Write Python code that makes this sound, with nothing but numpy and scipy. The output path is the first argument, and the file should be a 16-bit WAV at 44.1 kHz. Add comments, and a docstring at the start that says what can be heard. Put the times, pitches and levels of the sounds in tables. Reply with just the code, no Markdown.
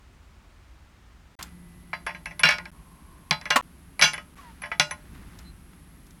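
"""Ice into a ribbed glass

Ice cubes go one by one into a drinking glass on a table, close to the microphone in a small quiet room.
Each contact is a noise crack with damped modes of glass and table; landings rebound and rattle to rest.
A short plastic rustle (shaped noise) comes first, squeaks glide between, a carton ticks at the end.
Rumble, drone and hiss lie behind. Several shots are spliced: at each splice the sound stops for a moment.
"""
import sys
import numpy as np
from scipy import signal
from scipy.fft import rfft, irfft, next_fast_len
from scipy.io import wavfile
from scipy.ndimage import uniform_filter1d

SR = 44100
rng = np.random.default_rng(int(sys.argv[2]) if len(sys.argv) > 2 else 0)


def dump_mix(stems):
    """Bounce the given channels to the path in sys.argv[1] as a 16-bit WAV at rate SR."""
    frames = np.atleast_2d(stems).T  # one column per channel
    limited = np.clip(frames, -1, 1)  # hard clip at full scale
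    pcm = np.round(limited * 32767).astype(np.int16)
    wavfile.write(sys.argv[1], SR, pcm)


N = 273420
CLOCK = np.arange(N) / SR  # s, the whole scene
AGE = np.arange(SR // 2) / SR  # s, since the start of one short sound

# All table levels are relative: the sources add their own trims.
# the shots: start t/s, end t/s
SHOT_TIMES = [(0, 1.353), (1.389, 2.705), (2.716, 3.612), (3.624, 4.349), (4.356, 6.2)]
# a cube drops onto the bottom or onto other cubes: t/s, strength level/dB, crack level/dB, wall ring level/dB,
# brightness/dB, rim level/dB, thud level/dB, loss per rebound/dB; crack, ring, rim, thud relative to strength
LANDING_EVENTS = [(2.4339, -19.5, 2.5, -1, -16.5, -35, -15, 5), (2.4886, -24, 5, -2.5, -12, -22, -29, 6),
                  (3.3096, -23.5, 9.5, -7, -9.5, -35, -6.5, 16),
                  (3.5066, -23, 5.5, -6.5, -6, -34, -20.5, 12.5),
                  (4.0205, -21, -5.5, 3.5, 5, -11, -16.5, 5.5), (4.797, -21.5, 10, -4, 1.5, -10, -13, 18)]
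# a cube touches the wall or shifts: t/s, strength level/dB, crack level/dB, rim level/dB (last two rel. strength)
TAP_EVENTS = [(1.9311, -31, -27, -31), (2.065, -35, -4.5, -11), (2.0681, -33, -21.5, -38),
              (2.0917, -37.5, -23.5, -39), (2.106, -43.5, -19.5, -37), (2.147, -41.5, -18, -28),
              (2.2573, -35, -4.5, -14.5), (2.309, -45, -14, -20.5), (2.3936, -37, 3, 4.5),
              (2.403, -40.5, -4, -22), (2.584, -37.5, 3.5, -35), (2.655, -43.5, 1.5, -37),
              (3.413, -47, 7, -33), (3.4554, -34.5, -3.5, -25), (3.5037, -30, 8, -32),
              (3.9934, -29, -4, -7), (4.0132, -28, 12, -30), (4.134, -38, 4, -2.5), (4.1406, -37, -3, -18),
              (4.161, -46.5, -3.5, -25), (4.1788, -39, -4, -18), (4.619, -42.5, -7.5, -1.5),
              (4.6353, -35, -17.5, -43), (4.658, -43, -7, -14.5), (4.7159, -30.5, -28.5, -33),
              (4.9096, -34.5, -2, -2.5)]
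# bending modes of the glass wall: f/Hz, level/dB, t60/s
WALL_MODES = [(1443, -2, .21), (1750, -4, .14), (2255, 1, .13), (2403, -2, .12), (2787, -1, .14),
              (2812, -9, .19), (3382, -3, .13), (3424, -11, .18), (4025, -6, .19), (4731, -12, .2),
              (5050, -17, .18), (5465, -6, .16), (6039, -4, .14), (6261, -22, .3), (7093, -22, .24),
              (7968, -27, .22), (8888, -26, .2)]
# short bright modes of a tap near the rim: f/Hz, level/dB, t60/s
RIM_MODES = [(3424, -11, .13), (6040, -5, .065), (10120, -17, .09), (10930, 0, .06), (11010, -3, .055)]
# crowded weak modes of glass and ice: f/Hz, level/dB
SHIMMER_LEVELS = [(2500, 7), (5300, -2), (7000, -17.5), (11000, -16), (15000, -25.5)]
# the glass chattering on the table top: f/Hz, level/dB, t60/s
CHATTER_MODES = [(598, -13, .27), (685, -15, .18), (860, -8, .15), (905, -7, .13), (1050, -3, .12),
                 (1270, -10, .17), (1615, 0, .1), (1690, -3, .09), (1910, -4, .12), (1975, -1, .09),
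                 (2100, -3, .08), (2620, -7, .1), (2990, -10, .11)]
# the whole table: f/Hz, level/dB, t60/s
THUD_MODES = [(154.2, -3, 0.16), (179, -3, 0.076), (225.3, -15, 0.14)]
# noise spectrum of the glass base on the table: f/Hz, level per Hz/dB
CLATTER_COLOUR = [(100, -28), (300, -13), (500, -2), (800, 2), (1700, 3.5), (2300, 12.5), (3200, -20.5),
                  (4500, -37), (7000, -29.5), (16000, -46)]
# noise spectrum of the ice crack: f/Hz, level per Hz/dB
CRACK_COLOUR = [(300, -17), (1500, -7), (3500, 2.5), (5300, 2.5), (6800, -10), (10000, -15.5),
                (16000, -36.5)]
# a cube slips to the bottom: t/s, level/dB, hollow ring level/dB
KNOCK_EVENTS = [(3.558, -2.5, -3)]
# noise spectrum of that knock: f/Hz, level per Hz/dB
KNOCK_SPECTRUM = [(100, -59), (260, -3.5), (380, -36.5), (500, -11.5), (1020, -0.5), (1500, -5.5),
                  (2700, -7.5), (3300, -13), (8900, -22.5), (16000, -34.5)]
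# hollow ring of that knock: f/Hz, level/dB, t60/s
HOLLOW_MODES = [(516, -3, 0.1), (993, 5.5, 0.184), (1080, 4, 0.088), (1123, 3.5, 0.14), (1566, -37, .05)]
# things being handled: peak t/s, level/dB, rise/s, t60/s
RUSTLE_STROKES = [(1.391, -40, .003, .32), (4.38, -51, 0.12, 0.98), (5.15, -52.5, 0.049, 0.073),
                  (5.2, -60.5, 1.7, 0.83), (5.42, -55.5, 1.2, 0.34), (5.735, -56, .03, 0.059)]
# noise spectrum of the rustle, also weighting the squeak overtones: f/Hz, level per Hz/dB
RUSTLE_SPECTRUM = [(200, -4), (450, -11.5), (950, -3.5), (1600, -2), (3200, -11.5), (16000, -30)]
# small plastic clicks: t/s, level/dB
CLICK_EVENTS = [(1.4264, -16), (5.388, -31.5), (6.0655, -40), (6.107, -39)]
# noise spectrum of a click: f/Hz, level per Hz/dB
CLICK_SPECTRUM = [(1000, -21), (3000, -3.5), (5300, 1), (7800, -2), (10600, -11), (14000, -6),
                  (16000, -18.5)]
# wet ice in the fingers, then the carton: t/s, length/s, f/Hz, glide/(Hz per s), level before the arch/dB
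SQUEAK_EVENTS = [(4.384, 0.025, 1140, -900, -47), (4.413, 0.12, 1040, -1500, -50.5),
                 (5.442, 0.076, 4060, 201, -56.5)]
# faint tones in the second shot: f/Hz, level/dB, both centres of a slow waver
HUM_TONES = [(174, -50.5), (345, -64), (1995, -66.5)]
# noise spectrum of the whirr in the third shot: f/Hz, level per Hz/dB
WHIRR_COLOUR = [(750, -19), (1080, 1.5), (1500, -45.5)]
# course of the room air: t/s, rumble level/dB, drone level/dB
AIR_LEVELS = [(0, -55.5, -82), (1.35, -57.5, -63.5), (1.5, -55.5, -54.5), (4.9, -57.5, -52.5),
              (5.18, -49.5, -48.5), (5.6, -53.5, -53.5), (6.2, -58, -52)]
# noise spectrum of the room rumble: f/Hz, level per Hz/dB
RUMBLE_COLOUR = [(20, -20), (38, -0.5), (62, 1), (125, -14), (250, -17.5), (400, -25.5), (600, -55)]
# noise spectrum of the soft drone: f/Hz, level per Hz/dB
DRONE_COLOUR = [(90, -25.5), (140, -4.5), (172, 1), (210, -7), (280, -9.5), (400, -19), (600, -41.5)]
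# noise spectrum of the hiss: f/Hz, level per Hz/dB
HISS_COLOUR = [(100, -10.5), (500, 3.5), (1100, 6), (2200, 2), (3500, -3.5), (7000, -9.5), (10000, -14.5),
               (13000, -19), (16000, -27)]
# noise spectrum of the high microphone hiss: f/Hz, level per Hz/dB
FIZZ_COLOUR = [(6000, -33), (7600, -19.5), (8800, -7), (9700, -14), (10500, -5), (11200, 1.5),
               (11700, -7.5), (12300, -38.5), (15000, -39)]
# decay of the small room: f/Hz, t60/s
ROOM_DECAY = [(150, 0.97), (1000, 0.38), (4000, 0.15), (12000, 0.16)]

REBOUNDS = 3
FLIGHT_S, FLIGHT_SHRINK = .019, .9  # first flight after a landing; each flight over the one before
FLIGHT_SCATTER = .18  # a tumbling cube's flights are uneven (log-normal spread)
REBOUND_SOFTER_DB = 1.5  # crack, brightness, rim ping and thud lose this much more at each rebound
TAP_THUD_DB, TAP_WALL_DB = -21.5, -16  # a tap hardly shakes the table or rings the wall
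TAP_BRIGHT_DB, BRIGHT_PER_RIM = 2.5, 0.32  # the nearer a tap is to the rim, the stronger the upper wall modes
SQUEAK_JITTER, SQUEAK_FALL_DB = .02, 9  # share of the pitch; loss from one overtone to the next
TOP_HZ = 16700  # band limit of the recorder


def ice():
    """Each contact cracks, rings the glass and, a moment later, shakes the table under it."""
    out = np.zeros(N)
    weak_modes = crowd(SHIMMER_LEVELS, t60=.14, count=120)
    shimmer = amp(-4.5) * ring(weak_modes, scatter_db=3, attack=.0012)
    for s, crack_db, clatter_db, wall_db, bright_db, rim_db, thud_db in contacts():
        crack = amp(crack_db - 9) * unit_hit(burst(CRACK_COLOUR, t60=.011, attack=.00023))
        # the base of the glass raps once, then chatters on in the table's modes
        rap = amp(-2) * unit_hit(burst(CLATTER_COLOUR, t60=.024, attack=.002))
        chatter = amp(-7) * unit_hit(burst(CLATTER_COLOUR, t60=.1, attack=.003))
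        table = amp(-2.5) * ring(CHATTER_MODES, scatter_db=4.5, attack=.0046)
        clatter = amp(clatter_db) * (rap + chatter + table)
        wall_modes = brightened(WALL_MODES, bright_db)
        wall = amp(4) * ring(wall_modes, scatter_db=4.5, attack=.0014)
        glass = amp(wall_db) * (wall + shimmer)
        rim = amp(rim_db + 0.5) * ring(RIM_MODES, scatter_db=6, attack=.0011)
        thud = amp(thud_db - 0.5) * ring(THUD_MODES, scatter_db=2.5, attack=.0065)
        add(out, s, in_room(crack + clatter + glass + rim + thud, wet_db=-19.5))
    return out


def contacts():
    """A tap is one contact; a landing rebounds ever weaker and duller, its flights tending to shorten."""
    for s, db, crack_db, wall_db, bright_db, rim_db, thud_db, loss_db in LANDING_EVENTS:
        for k in range(REBOUNDS + 1):
            soft_db = k * REBOUND_SOFTER_DB
            yield contact(s, db - k * loss_db, crack_db - soft_db, wall_db,
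                          bright_db - soft_db, rim_db - soft_db, thud_db - soft_db)
            unevenness = np.exp(FLIGHT_SCATTER * rng.standard_normal())
            s = s + FLIGHT_S * FLIGHT_SHRINK ** k * unevenness
    for s, db, crack_db, rim_db in TAP_EVENTS:
        bright_db = TAP_BRIGHT_DB + BRIGHT_PER_RIM * rim_db
        yield contact(s, db, crack_db, TAP_WALL_DB, bright_db, rim_db, TAP_THUD_DB)


def contact(s, db, crack_db, wall_db, bright_db, rim_db, thud_db):
    """One meeting of ice and glass: t/s, then crack, clatter, wall, brightness, rim and thud in dB."""
    return s, db + crack_db, db, db + wall_db, bright_db, db + rim_db, db + thud_db


def brightened(modes, db):
    """A hard contact high on the wall brings out the upper modes, in full from 6 kHz."""
    tilt = [(5200, 0), (6000, 1)]  # f/Hz, share of the boost
    return [(hz, level + db * along(tilt, hz), t60) for hz, level, t60 in modes]


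def crowd(colour, t60, count):
    """Many weak modes, irregularly spaced, at the levels of a spectrum."""
    edges = np.linspace(colour[0][0], colour[-1][0], count + 1)
    return [(hz, along(colour, hz), t60) for hz in rng.uniform(edges[:-1], edges[1:])]


def knock():
    """A wedged cube gives way and lands with a dull, hollow knock: a noise crunch over damped modes."""
    out = np.zeros(N)
    for s, db, hollow_db in KNOCK_EVENTS:
        crunch = unit_hit(burst(KNOCK_SPECTRUM, t60=.056, attack=.0041))
        hollow = amp(hollow_db - 0.5) * ring(HOLLOW_MODES, scatter_db=0, attack=.0026)
        add(out, s, in_room(amp(db - 14.5) * (crunch + hollow), wet_db=-14))
    return out


def handling():
    """Plastic and card rustle in uneven grains and give a few sharp clicks."""
    strokes = sum(amp(db) * swell(s, rise, t60) for s, db, rise, t60 in RUSTLE_STROKES)
    grains = amp(2.7 * waver(size=90))
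    out = strokes * unit(noise(RUSTLE_SPECTRUM, N) * grains)
    for s, db in CLICK_EVENTS:
        click = amp(db - 10) * burst(CLICK_SPECTRUM, t60=.027, attack=.00062)
        add(out, s, in_room(click, wet_db=-12))
    return out


def squeak(s, length, hz, glide_hz_per_s, db):
    """A faint stick-slip tone with an unsteady pitch; it glides, swelling and fading in one arch."""
    age = np.clip(CLOCK - s, 0, length)
    pitch = (hz + glide_hz_per_s * age) * (1 + SQUEAK_JITTER * waver(size=30))
    phase = 2 * np.pi * np.cumsum(pitch) / SR
    tone = 0
    for k in range(1, 4):
        partial_db = along(RUSTLE_SPECTRUM, k * hz) - k * SQUEAK_FALL_DB
        tone = tone + amp(partial_db) * np.sin(k * phase)
    arch = np.sin(np.pi * age / length)
    return amp(db) * arch * unit(tone)


def hum():
    """A low hum with a thin whine: sines wavering in pitch and level through the second shot."""
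    tones = np.zeros(N)
    for hz, db in HUM_TONES:
        gain = amp(db + 1.4 * waver(size=2500))
        pitch = hz + 5 * waver(size=1500)
        tones += gain * np.sin(2 * np.pi * np.cumsum(pitch) / SR)
    return tones * during(SHOT_TIMES[1])


def whirr():
    """A soft whirr, a faint band of noise, fills the third shot."""
    return amp(-62) * noise(WHIRR_COLOUR, N) * during(SHOT_TIMES[2])


def background():
    """Low room rumble, a soft drone and hiss, all shaped noise; high hiss joins from the second shot on."""
    rumble_db, drone_db = curves(AIR_LEVELS)
    rumble = amp(rumble_db + 4) * noise(RUMBLE_COLOUR, N)
    drone = amp(drone_db - 2.5) * noise(DRONE_COLOUR, N)
    hiss = amp(-61.5) * noise(HISS_COLOUR, N)
    fizz = amp(-65.5) * noise(FIZZ_COLOUR, N) * (CLOCK > SHOT_TIMES[1][0])
    return rumble + drone + hiss + fizz


def amp(db):
    """Decibels to gain."""
    return 10 ** (np.asarray(db) / 20)


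def unit(x):
    """Scale to rms 1."""
    return x / np.sqrt(np.mean(x ** 2) + 1e-20)


def unit_hit(x):
    """Scale to rms 1 over the first 20 ms."""
    return x / np.sqrt(np.mean(x[:SR // 50] ** 2) + 1e-20)


def along(points, hz):
    """(f/Hz, value) points read on a log frequency axis."""
    f, v = np.transpose(points)
    return np.interp(np.log(hz + 1), np.log(f + 1), v)


def curves(rows):
    """One value per sample for each column after the time."""
    s, *cols = np.transpose(rows)
    return [np.interp(CLOCK, s, c) for c in cols]


def noise(colour, size):
    """Noise of rms 1 with the given spectrum."""
    m = next_fast_len(size)
    gain = amp(along(colour, np.fft.rfftfreq(m, 1 / SR)))
    return unit(irfft(rfft(rng.standard_normal(m)) * gain, m)[:size])


def fade(t, t60):
    """Exponential decay, 60 dB down after t60."""
    return 1000 ** (-t / t60)


def swell(s, rise, t60):
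    """An envelope that grows by 60 dB over the rise, peaks at time s and dies away."""
    return fade(np.maximum(s - CLOCK, 0), rise) * fade(np.maximum(CLOCK - s, 0), t60)


def waver(size):
    """A random curve of rms 1 that changes over size samples."""
    return unit(uniform_filter1d(rng.standard_normal(N), size=size))


def burst(colour, t60, attack):
    """A dense cloud of resonances, made as shaped noise, that swells and dies."""
    return noise(colour, len(AGE)) * fade(AGE, t60) * (1 - np.exp(-AGE / attack))


def ring(modes, scatter_db, attack):
    """Damped modes; their strengths change with the spot that is struck."""
    hz, db, t60 = np.transpose(modes)[:, :, None]  # one row per mode
    gain = amp(db + scatter_db * rng.standard_normal(hz.shape))
    phase = 2 * np.pi * (hz * AGE + rng.random(hz.shape))
    waves = gain * fade(AGE, t60) * np.sin(phase)
    return unit_hit(waves.sum(axis=0) * (1 - np.exp(-AGE / attack)))


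def in_room(sound, wet_db):
    """A sound with the short tail of the room: noise whose decay depends on frequency."""
    hz, t, z = signal.stft(rng.standard_normal(len(AGE)), SR, nperseg=256)
    decay = fade(t, along(ROOM_DECAY, hz)[:, None])
    tail = signal.istft(z * decay, SR, nperseg=256)[1]
    wet = signal.fftconvolve(sound, tail / np.linalg.norm(tail))[:len(sound)]
    return sound + amp(wet_db) * wet


def add(track, s, sound):
    """Mix a sound in at time s, cut at the next end of a shot."""
    end = min(stop for start, stop in SHOT_TIMES if stop > s)
    part = track[round(s * SR):round(end * SR)][:len(sound)]
    part += sound[:len(part)]


def during(shot):
    """True while a shot runs."""
    start, stop = shot
    return (CLOCK >= start) & (CLOCK < stop)


def scene():
    """All sources, silent between the shots."""
    running = sum(during(shot) for shot in SHOT_TIMES)
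    squeaks = sum(squeak(*row) for row in SQUEAK_EVENTS)
    mix = ice() + knock() + handling() + squeaks + hum() + whirr() + background()
    return (running * mix)[None]


def record(dry):
    """The recorder rounds off the highest peaks and keeps nothing above its band limit."""
    held = dry / (1 + np.abs(dry / .8) ** 6) ** (1 / 6)
    m = next_fast_len(N + SR // 2)
    passed = np.fft.rfftfreq(m, 1 / SR) < TOP_HZ
    return irfft(rfft(held, m) * passed, m)[..., :N]


dry = scene()
out = record(dry)
dump_mix(out)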